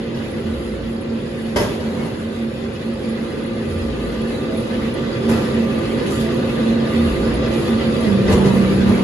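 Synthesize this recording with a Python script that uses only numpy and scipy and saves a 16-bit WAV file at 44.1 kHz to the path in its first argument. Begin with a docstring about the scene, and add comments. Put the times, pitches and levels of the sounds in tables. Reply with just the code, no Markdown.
"""Conveyor pouring sand and gravel

A belt pours damp sand and gravel into a steel bin in a plant hall, heard from close by. The flow slowly
grows, and with it the roar and patter of the stream, the hum of the motor and the throb of the frame.
Lumps thud, stones knock, gravel scatters and grit ticks on steel. The belt joint booms by once a lap,
a dry roller groans, and near the end the loaded belt slips and drones on its drum."""
import sys
import numpy as np
from scipy import signal
from scipy.fft import rfft, irfft, next_fast_len
from scipy.io import wavfile
from scipy.ndimage import uniform_filter1d, map_coordinates

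SR = 44100
rng = np.random.default_rng(int(sys.argv[2]) if len(sys.argv) > 2 else 0)


def generate_wav(sig):
    """Save sig (samples, or channels by samples) to the path in sys.argv[1] as 16-bit PCM at SR."""
    pcm = np.round(np.clip(np.atleast_2d(sig).T, -1, 1) * 32767).astype(np.int16)
    wavfile.write(sys.argv[1], SR, pcm)


N = 398223
T = np.arange(N) / SR
FREQS = np.maximum(np.arange(N // 2 + 1) * SR / N, 1)
SIDES = np.array([[1], [-1]])  # adds a sound to the left ear and takes it from the right


# Notes at which the bin and chute ring: f/Hz, width/Hz, boost/dB
BIN_NOTES = [(86, 8.2, 7.5), (344.3, 15, 4.5), (394.4, 12, 4.5), (500, 12, 4.5), (1202, 40, 5),
             (1510, 27, 3), (1723, 120, 3.5), (2009, 86, 7), (2578, 47, 6)]

def pour(flow_db):
    """Falling material shakes the bin, patters and hisses; more flow makes it all louder."""
    ring_db = resonances(BIN_NOTES)
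    clumps = walk(28)  # the material leaves the belt unevenly
    low = shaking(flow_db, ring_db)
    stones = patter(ring_db) * follow(flow_db, -37, slope=0.94) * undb(0.79 * clumps) * jolts() ** 0.47
    coarse = pebbles() * follow(flow_db, -42, slope=0.92)
    sand = spray(clumps) * follow(flow_db, -50.5, slope=1) * jolts()
    return low + stones + coarse + sand


# Tone of the deep shudder, and of the rumble above it: f/Hz, level/dB
SHUDDER_TONE = [(18, -31), (36, -14.5), (54, -3.5), (72, -4), (105, -1.5), (142, 4), (166, -3.5),
                (200, -2.5), (300, -16), (600, -65)]
RUMBLE_TONE = [(60, -30), (160, -11), (200, 1), (270, 0.5), (400, -2), (515, -0.5), (570, -11.5),
               (750, -15), (1200, -24), (3000, -60)]

def shaking(flow_db, ring_db, slip_db=2.5):
    """The weight of the stream shakes belt and bin; the shudder grows when the belt slips."""
    shudder = stereo(rng.standard_normal((2, N)), shape(SHUDDER_TONE) + ring_db)
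    shudder *= follow(flow_db, -29, slope=0.91) * undb(slip_db * slipping())
    rumble = stereo(rng.standard_normal((2, N)), shape(RUMBLE_TONE) + ring_db)
    rumble *= follow(flow_db, -25.5, slope=0.91) * undb(0.42 * walk(15))
    return shudder + rumble


# Tone of small stones landing on the heap: f/Hz, level/dB
PATTER_TONE = [(200, -2), (600, 1), (900, 0.5), (1400, 2), (1800, 2.5), (2400, -0.5), (3200, 0),
               (4200, -3.5), (5000, -7), (5700, -14.5), (7400, -15.5), (11000, -58)]

def patter(ring_db):
    """The stream of stones wanders between two slopes of the heap, each with its own echoes."""
    spot = 1.54 * walk(2)
    out = 0
    for share in (np.cos(spot), np.sin(spot)):
        hits = grains(per_s=9000, spread_db=2.0)
        tone_db = shape(PATTER_TONE) + ring_db + echoes(ripple_db=3.5, spacing_hz=23.96)
        out += share * stereo(hits, tone_db)
    return rustle(out, depth_db=2.7, hold_s=0.03, band_hz=220.0)


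def pebbles(per_s=480, low_hz=850, high_hz=5000, cycles=32, spread_db=2.5, tilt_db=1.0):
    """Coarser stones clack against each other, each with its own pitch, strength and place."""
    out, age = np.zeros((2, N + SR // 10)), T[:SR // 10]
    for when, pitch, force, lag, phase in rng.random((int(per_s * N / SR), 5)):
        hz = low_hz * (high_hz / low_hz) ** pitch
        db = spread_db * min(-np.log(1 - force), 4) + tilt_db * np.log2(hz / low_hz)
        turns = hz * age[:int(4 * cycles * SR / hz)]
        fade = np.exp(-turns / cycles) * (1 - np.exp(-turns / 2))
        note = np.sin(2 * np.pi * (turns + phase) + SIDES * np.pi * lag)
        start = int(when * N)
        out[:, start:start + len(turns)] += undb(db) * fade * note
    return unit(out[:, :N])


# Tone of fine sand: f/Hz, level/dB
SAND_TONE = [(2500, -8), (5000, -16), (6500, -0.5), (8100, 6), (9500, 3), (10300, 5.5), (11700, -2.5)]

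def spray(clumps):
    """Thousands of tiny sand grains blur into a gusty hiss."""
    gusts = undb(0.29 * clumps + 1.8 * walk(14) + 0.38 * walk(4))
    hiss = stereo(grains(per_s=12000, spread_db=2.5), shape(SAND_TONE))
    return gusts * rustle(hiss, depth_db=2.2, hold_s=0.05, band_hz=596.0)


# Lumps landing: t/s, level/dB, crumbling/s, fade/s, treble tilt/dB per octave, hardness/0-1, thump/dB
# (a fade is always the time taken to drop by 60 dB)
LANDINGS = [(0.14, -32, 0.021, 0.61, -3, 0.54, -45), (1.558, -16, 0.006, 0.46, -1.6, 0.6, -19),
            (1.596, -24.5, 0.03, 0.93, -3.5, 0.64, -31), (1.8, -26.5, 0.27, 0.86, -4, 0.41, -42),
            (5.275, -20, 0.02, 0.85, -3.5, 0.15, -26), (8.275, -17.5, 0.039, 1.1, -4.5, 0.38, -9),
            (8.44, -22.5, 0.008, 0.76, -4.5, 0.45, -23), (8.85, -17.5, 0.038, 1.2, -5, 0, -16)]
# Tone of a lump breaking up: f/Hz, level/dB
CRUMBLE_TONE = [(30, -40), (70, -11), (105, -7), (200, -4), (420, -8), (700, -9), (1000, -8), (2000, -14.5),
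                (3200, -15), (5500, -19), (8000, -17.5), (11500, -18.5)]
# Notes of the struck steel wall: f/Hz, width/Hz, boost/dB
WALL_NOTES = [(308, 40, 8), (418, 80, 15.5), (600, 68, 16), (816, 50, 4.5), (957, 42, 12.5), (1610, 40, 10),
              (1830, 60, 1), (1977, 52, 13), (3040, 50, 9), (3270, 50, 5), (4620, 60, 6), (5130, 70, 8),
              (5356, 80, 7), (6137, 50, 5)]

def lumps(thump_hz=92, thump_width_hz=70, thump_s=0.12, clank_db=-7.0):
    """Each lump thumps the bin, rings the wall and bursts into stones whose sound dies away."""
    out = 0
    ring_db, octaves = resonances(WALL_NOTES), np.log2(np.maximum(FREQS, 100))
    shower = stereo(grains(per_s=6500, spread_db=2.0), shape(CRUMBLE_TONE))
    thump = unit(colour(rng.standard_normal(N), band(thump_hz, thump_width_hz)))
    for start, db, crumble_s, fade_s, tilt_db, hardness, thump_db in LANDINGS:
        age = np.maximum(T - start, 0)
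        swell = np.minimum(age / crumble_s, 1) * undb(-60 * np.maximum(age - crumble_s, 0) / fade_s)
        out += undb(db) * swell * unit(colour(shower, tilt_db * octaves + hardness * ring_db))
        out += undb(db + clank_db) * hardness ** 2 * clank(age)
        out += undb(thump_db - 6.5) * arch(start, thump_s) * thump
    return out


def clank(age, fade_s=0.29, tilt_db=-1.5, contact_s=0.0032, rattle=0.68):
    """A lump's first hard contact rings the wall; loose stones on the steel roughen the ring."""
    out, live = np.zeros((2, N)), (age > 0) & (age < 2 * fade_s)
    for hz, _, db in WALL_NOTES:
        lag = SIDES * rng.uniform(-1.65, 1) * min(hz / 1000, 1.5)  # high notes reach the ears out of step
        phase = 2 * np.pi * hz * age[live] + lag + rattle * np.sqrt(hz / 400) * walk(130)[live]
        out[:, live] += undb(db + tilt_db * np.log2(hz / WALL_NOTES[0][0])) * np.sin(phase)
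    return out * (1 - np.exp(-age / contact_s)) * undb(-60 * age / fade_s)


# Stones hitting the covered bin floor, and the chute; the spot sets the pitch: t/s, level/dB, f/Hz
FLOOR_HITS = [(1.559, -13, 433), (1.603, -21, 394), (5.283, -17, 385), (7.977, -19, 488),
              (8.251, -17.5, 375), (8.284, -12, 438), (8.336, -13.5, 480), (8.345, -16, 365),
              (8.39, -10.5, 359), (8.44, -15.5, 484), (8.553, -18, 475)]
CHUTE_HITS = [(5.293, -26, 854), (5.33, -26, 1236), (8.328, -24, 985), (8.352, -26, 1126),
              (8.374, -24, 735), (8.4, -25, 860), (8.436, -27, 760), (8.505, -26, 946)]
# Notes that each hit sets ringing: multiple of its pitch, level/dB, fade/s
FLOOR_NOTES = [(0.21, -5, 0.18), (1, 0, 0.24), (1.36, -13, 0.12), (2.07, -18, 0.22), (2.42, -21, 0.25)]
CHUTE_NOTES = [(1, -2, 0.14), (1.19, -7, 0.13), (1.43, -7.5, 0.13), (2.1, -12.5, 0.1), (2.75, -9, 0.07),
               (3.9, -8, 0.05)]

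def knocks():
    """Heavy stones clunk on the floor; smaller ones clack on the chute and echo off its sides."""
    clunks = strike(FLOOR_HITS, FLOOR_NOTES, contact_s=0.0027)
    clacks, echo = (strike(CHUTE_HITS, CHUTE_NOTES, contact_s=0.0026) for _ in range(2))
    return clunks + clacks + 0.7 * SIDES * echo


# Handfuls of gravel scattering: t/s, level/dB, fade/s, treble tilt/dB per octave
HANDFULS = [(5.292, -34, 0.45, 2), (6.06, -41, 0.46, -4), (6.098, -35, 0.38, 2), (6.15, -43, 0.3, 2),
            (6.195, -38, 0.33, 2), (8.292, -32.5, 0.16, 1), (8.317, -28, 0.23, -4),
            (8.453, -31.5, 0.19, -4)]
# Tone of gravel on steel: f/Hz, level/dB
GRAVEL_TONE = [(1000, -17), (3000, 2), (5000, -3), (6700, -0.5), (8000, 4), (9500, 0), (11500, -5)]

def scatter(attack_s=0.01):
    """Loose gravel hits bare steel in short, bright bursts."""
    out = 0
    gravel = stereo(grains(per_s=3000, spread_db=2.0), shape(GRAVEL_TONE))
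    gravel = rustle(gravel, depth_db=4.0, hold_s=0.03, band_hz=290.0)
    for start, db, fade_s, tilt_db in HANDFULS:
        age = np.maximum(T - start, 0)
        burst = colour(gravel, tilt_db * np.log2(np.maximum(FREQS / 2000, 1)))
        swell = np.minimum(age / attack_s, 1) * undb(db - 60 * age / fade_s)
        out += swell * burst / np.std(burst.mean(axis=0))
    return out


# The clearest ticks of grit: t/s, level/dB
GRIT_TICKS = [(0.3092, -47), (0.636, -48), (1.0086, -46), (2.0497, -44), (2.7317, -50), (3.0874, -47),
              (3.458, -45), (4.2123, -47), (4.5705, -37), (4.9372, -43), (5.2894, -40), (6.0636, -41),
              (7.3397, -38), (8.006, -38), (8.3804, -42), (8.756, -42), (8.8912, -42)]

def grit(ring_hz=10320, width_hz=660, ring_s=0.012):
    """Single grains tick on bare steel with a short, very high ring."""
    blows = np.abs(grains(per_s=40, spread_db=6.0)[0])
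    blows *= undb(-43) / blows.max()  # faint random ticks between the clear ones
    for start, db in GRIT_TICKS:
        blows[int(start * SR)] += undb(db + 2.5)
    age = T[:SR // 10]
    swell = signal.fftconvolve(blows, np.exp(-age / ring_s) * (1 - np.exp(-age / 0.0019)))[:N]
    return swell * unit(colour(rng.standard_normal(N), band(ring_hz, width_hz)))


# Surges in the frame's throb: t/s, length/s, level/dB
FRAME_SURGES = [(0.45, 0.14, -23), (0.682, 0.067, -24.5), (0.888, 0.14, -24.5), (1.101, 0.099, -21.5),
                (1.42, 0.17, -24), (1.81, 0.12, -21.5), (2.202, 0.11, -23), (2.362, 0.16, -22.5),
                (2.84, 0.1, -22.5), (3.015, 0.18, -20.5), (3.558, 0.09, -23), (4.127, 0.2, -22),
                (4.549, 0.08, -20), (4.812, 0.1, -21), (5.211, 0.195, -16.5), (5.52, 0.19, -16.5),
                (5.72, 0.097, -19), (6.13, 0.16, -18.5), (6.323, 0.1, -20), (6.5, 0.46, -17.5),
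                (6.93, 0.13, -14.5), (7.519, 0.097, -19.5), (7.68, 0.08, -16), (7.83, 0.09, -16.5),
                (8.85, 0.12, -17)]

def frame(flow_db, low_hz=226.6, high_hz=231.6, surge_hz=227.8, evenness=0.33):
    """The rollers shake the frame: two close notes drift in and out of step, making a throb."""
    shaken, side = unit(colour(rng.standard_normal((2, N)), band(low_hz, width_hz=20, steepness=8)))
    throb = undb(-5.5) * shaken + tone(low_hz, 1.393, 4) + undb(-2) * tone(high_hz, 0.816, 3)
    swing = np.sqrt(uniform_filter1d(throb ** 2, SR // 5) + 0.05)
    throb = unit(throb / swing ** evenness)  # wide swings are held back more
    throb = (throb + 0.13 * SIDES * side) * follow(flow_db, -27.5, slope=0.54)
    note = tone(surge_hz, 2.994, 30)
    for start, length, db in FRAME_SURGES:  # in a surge the frame locks onto one pitch
        throb += arch(start, length) * (undb(db) * note - throb)
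    return throb


# Notes of the motor's hum and the gears' whine: multiple of the shaft's turning rate, level/dB
HUM_NOTES = [(7, -36.5), (8, -39.5), (11, -36.5), (12, -48), (13, -54)]
WHINE_NOTES = [(24, -44.5), (51.8, -60), (57.8, -68), (78, -57)]
# How the whine swells: t/s, level/dB
WHINE_RISE = [(0, -24), (2.6, -17), (3.6, -5.5), (4.7, -0.5), (5.3, -0.5), (9.03, 2)]

def drive(flow_db, pulse_hz=3.3, pulse_db=1.5):
    """The motor hums with the load and the gearbox whines above it in slow pulses."""
    hum = shaft_notes(HUM_NOTES, wander_hz=1.248, beat=0.32) * follow(flow_db, -0.82, slope=0.6)
    whine = shaft_notes(WHINE_NOTES, wander_hz=3.18, beat=0.57)
    return hum + whine * undb(curve(WHINE_RISE) + pulse_db * tone(pulse_hz, 0.43, 1.95))


def shaft_notes(notes, wander_hz, beat, shaft_hz=49.43):
    """Each note of the turning shaft wavers against a close neighbour and echoes in the hall."""
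    out = 0
    for multiple, db in notes:
        hz = multiple * shaft_hz
        direct, echo = (unit(tone(hz, wander_hz, 12) + beat * tone(hz + 4, 2 * wander_hz, 12))
                        for _ in range(2))
        width = undb(np.interp(hz, *np.transpose(STEREO_WIDTH)))
        out += undb(db) * (direct + width * SIDES * echo)
    return out


SLIP_START_S = 8.05
# Notes in the slipping belt's drone: multiple of its pitch, level/dB
DRONE_NOTES = [(1, -1.1), (2, -14), (3, -32)]

def belt_drone(settled_hz=194.8, sharp_hz=11, sag_s=0.069, peak_s=8.43, ease_db_per_s=4.5):
    """The belt rubs on its drum: the note starts high and strong, sags, swells and eases off."""
    catch = np.exp(-np.maximum(T - SLIP_START_S, 0) / sag_s)
    hz = settled_hz + sharp_hz * catch
    db = -15.5 + 5 * catch - ease_db_per_s * np.abs(T - peak_s)
    note = sum(undb(note_db) * tone(k * hz, 1.3 * k, 25) for k, note_db in DRONE_NOTES)
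    return (note + 0.25 * SIDES * tone(hz, 2.9, 11)) * slipping() * undb(db + 1.1 * walk(22))


def slipping(attack_s=0.032):
    """0 while the belt grips its drum, 1 once it slips."""
    return np.clip((T - SLIP_START_S) / attack_s, 0, 1)


# The belt joint running over the drums: t/s, level/dB
JOINT_PASSES = [(.39, -28.5), (3.65, -26), (6.93, -22.5)]
# Booms of one pass: delay/s, f/Hz, length/s, level/dB
JOINT_BOOMS = [(0, 84, 0.21, 0.5), (0.094, 67, 0.2, -3.5), (0.17, 56, 0.46, -3.5), (0.061, 46, .3, -12)]

def belt_joint():
    """Once a lap the stiff joint flexes the belt: short booms run into deeper, longer ones."""
    out = np.zeros(N)
    for start, db in JOINT_PASSES:
        for delay, hz, length, boom_db in JOINT_BOOMS:
            out += undb(db + boom_db) * arch(start + delay, length) * tone(hz, 2.7, 25)
    return out


def jolts(boost_db=2, length_s=0.26):
    """A brief rise in volume as the passing joint shakes extra sand off the belt."""
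    return undb(boost_db * sum(arch(start, length_s) for start, _ in JOINT_PASSES))


# One thin squeal, then a groan as the roller comes round: middle t/s, f/Hz, length/s, level/dB
ROLLER_SQUEAKS = [(2.01, 2170, .1, -41), (4.528, 654, 0.13, -32), (5.679, 638, 0.28, -38.5),
                  (6.274, 645, 0.13, -31), (6.88, 650, 0.26, -34.5), (7.45, 642, 0.17, -33),
                  (8.048, 646, 0.19, -31.5)]

def rollers():
    """Dry bearings sing for a moment."""
    out = 0
    for middle, hz, length, db in ROLLER_SQUEAKS:
        note = tone(hz, 9.2, 70) + .5 * SIDES * tone(hz, 7.9, 70)
        out += undb(db - 2.5) * arch(middle - length / 2, length) * note
    return out


def click(at_s=1.4233, db=-30, hz=10500, length_s=0.00011):
    """One tiny, dry, bright tick."""
    age = T - at_s
    return undb(db) * np.exp(-(age / length_s) ** 2) * np.sin(2 * np.pi * hz * age)


# Stereo width, narrow in the bass and at the very top, wide in the treble: f/Hz, side over middle/dB
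STEREO_WIDTH = [(60, -30), (120, -20), (220, -10.5), (350, -9), (600, -3.5), (1100, -2), (2500, 0.5),
                (5600, 0.5), (6600, -4), (7400, 2.5), (8500, 28), (9400, 21), (10200, -32), (11000, -45)]

def stereo(pair, db):
    """Filter two sounds, one for the middle and one for the sides, and share the power between them."""
    width_db = shape(STEREO_WIDTH)
    db = db - 10 * np.log10(1 + undb(width_db) ** 2)
    mid, side = colour(pair[0], db), colour(pair[1], db + width_db)
    return (mid + SIDES * side) / np.std(mid)


def echoes(ripple_db, spacing_hz):
    """Reflections make some frequencies a little louder and others softer, in dB."""
    knots = np.arange(0, SR / 2, spacing_hz)
    return ripple_db * np.interp(FREQS, knots, rng.standard_normal(SR // 8)[:len(knots)])


def grains(per_s, spread_db):
    """Two unrelated showers of hits, mostly small and a few large."""
    falls = rng.random((2, N)) < per_s / SR
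    sizes = undb(spread_db * np.minimum(rng.exponential(size=(2, N)), 5))
    return unit(falls * sizes * rng.choice([-1, 1], (2, N)))


def rustle(x, depth_db, hold_s, band_hz):
    """A restless rustle: each narrow band flares and fades on its own."""
    hz, times, cells = signal.stft(x, SR, nperseg=512)
    grid = np.meshgrid(hz / band_hz, times / hold_s, indexing="ij")
    flare = map_coordinates(rng.standard_normal((256, 2048)), grid, order=1, mode="mirror")
    out = signal.istft(cells * undb(depth_db * flare), SR)[1][:, :N]
    return out * np.std(x) / np.std(out)


def strike(hits, notes, contact_s):
    """Each hit starts a set of notes that ring and fade."""
    out, age = np.zeros(N + SR // 2), T[:SR // 2]
    attack = 1 - np.exp(-age / contact_s)
    for when, db, hz in hits:
        start = int(when * SR)
        for multiple, note_db, fade_s in notes:
            ring = np.sin(2 * np.pi * (multiple * hz * age + rng.random()))
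            out[start:start + len(age)] += ring * attack * undb(db + note_db - 60 * age / fade_s)
    return out[:N]


def tone(hz, wander_hz, rate):
    """A pure note whose pitch wanders, turning about `rate` times a second."""
    return np.sqrt(2) * np.sin(2 * np.pi * (np.cumsum(hz + wander_hz * walk(rate)) / SR + rng.random()))


def walk(rate):
    """A smooth random wobble of size about 1, with `rate` steps a second."""
    hold = int(SR / rate)
    steps = np.repeat(rng.standard_normal(N // hold + 2), hold)
    return 1.25 * uniform_filter1d(steps, hold)[hold // 2:hold // 2 + N]


def arch(start, length):
    """A smooth swell from silence to 1 and back."""
    return np.sin(np.pi * np.clip((T - start) / length, 0, 1))


def follow(flow_db, usual_db, slope):
    """Volume of a layer: `usual_db` at the usual flow, plus `slope` dB for each extra dB of flow."""
    return undb(usual_db + slope * flow_db)


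def curve(points):
    """Join (t/s, level/dB) points into a level for every sample."""
    return np.interp(T, *np.transpose(points))


def shape(points):
    """Join (f/Hz, level/dB) points into a level for every frequency."""
    hz, db = np.transpose(points)
    return np.interp(np.log(FREQS), np.log(hz), db)


def resonances(notes):
    """A boost in dB around each ringing note."""
    return sum(db / (1 + (2 * (FREQS - hz) / width) ** 2) for hz, width, db in notes)


def band(hz, width_hz, steepness=4):
    """A cut in dB that lets through only the frequencies near `hz`."""
    return -20 * np.log10(1 + (2 * (FREQS - hz) / width_hz) ** steepness)


def colour(x, db):
    """Turn each frequency up or down by its value in dB."""
    size = next_fast_len(N + SR // 4)
    gain = np.interp(np.arange(size // 2 + 1) * SR / size, FREQS, undb(db))
    return irfft(rfft(x, size) * gain, size)[..., :N]


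def undb(db):
    """Decibels to a volume factor."""
    return 10 ** (np.asarray(db) / 20)


def unit(x):
    """Scale to an average power of 1."""
    return x / np.sqrt(np.mean(x ** 2))


# Balance between the ears: f/Hz, left over right/dB
BALANCE = [(60, -0.5), (120, -0.4), (220, -2), (350, -2.6), (600, -1.5), (1100, 1.1), (2000, -0.1),
           (10000, -0.5)]

def lean(x):
    """Share each frequency between the ears; low sounds sit a little to the right."""
    return np.array([colour(ear, side * shape(BALANCE) / 2) for ear, side in zip(x, (1, -1))])


# How much material is pouring, given as a loudness: t/s, level/dB
FLOW_LEVEL = [(0.0, -40), (0.38, -38.5), (0.73, -41), (1.51, -40), (1.78, -38), (2.41, -40.5),
              (2.74, -39.5), (5.2, -35), (5.38, -32.5), (5.78, -34), (8.33, -31.5), (8.47, -31),
              (8.73, -32), (9.03, -32.5)]

def scene(usual_flow_db=-36):
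    """The falling material and the machine that carries it, together."""
    flow_db = curve(FLOW_LEVEL) - usual_flow_db
    material = pour(flow_db) + lumps() + knocks() + scatter() + grit()
    machine = drive(flow_db) + frame(flow_db) + belt_drone() + belt_joint() + rollers()
    return lean(material + machine + click())


def record(dry, ceiling=.92, top_hz=11800):
    """Round off the very loudest peaks and cut the highest treble."""
    rounded = dry / (1 + (dry / ceiling) ** 6) ** (1 / 6)
    return signal.sosfilt(signal.ellip(10, .2, 70, top_hz, fs=SR, output="sos"), rounded)


dry = scene()
out = record(dry)
generate_wav(out)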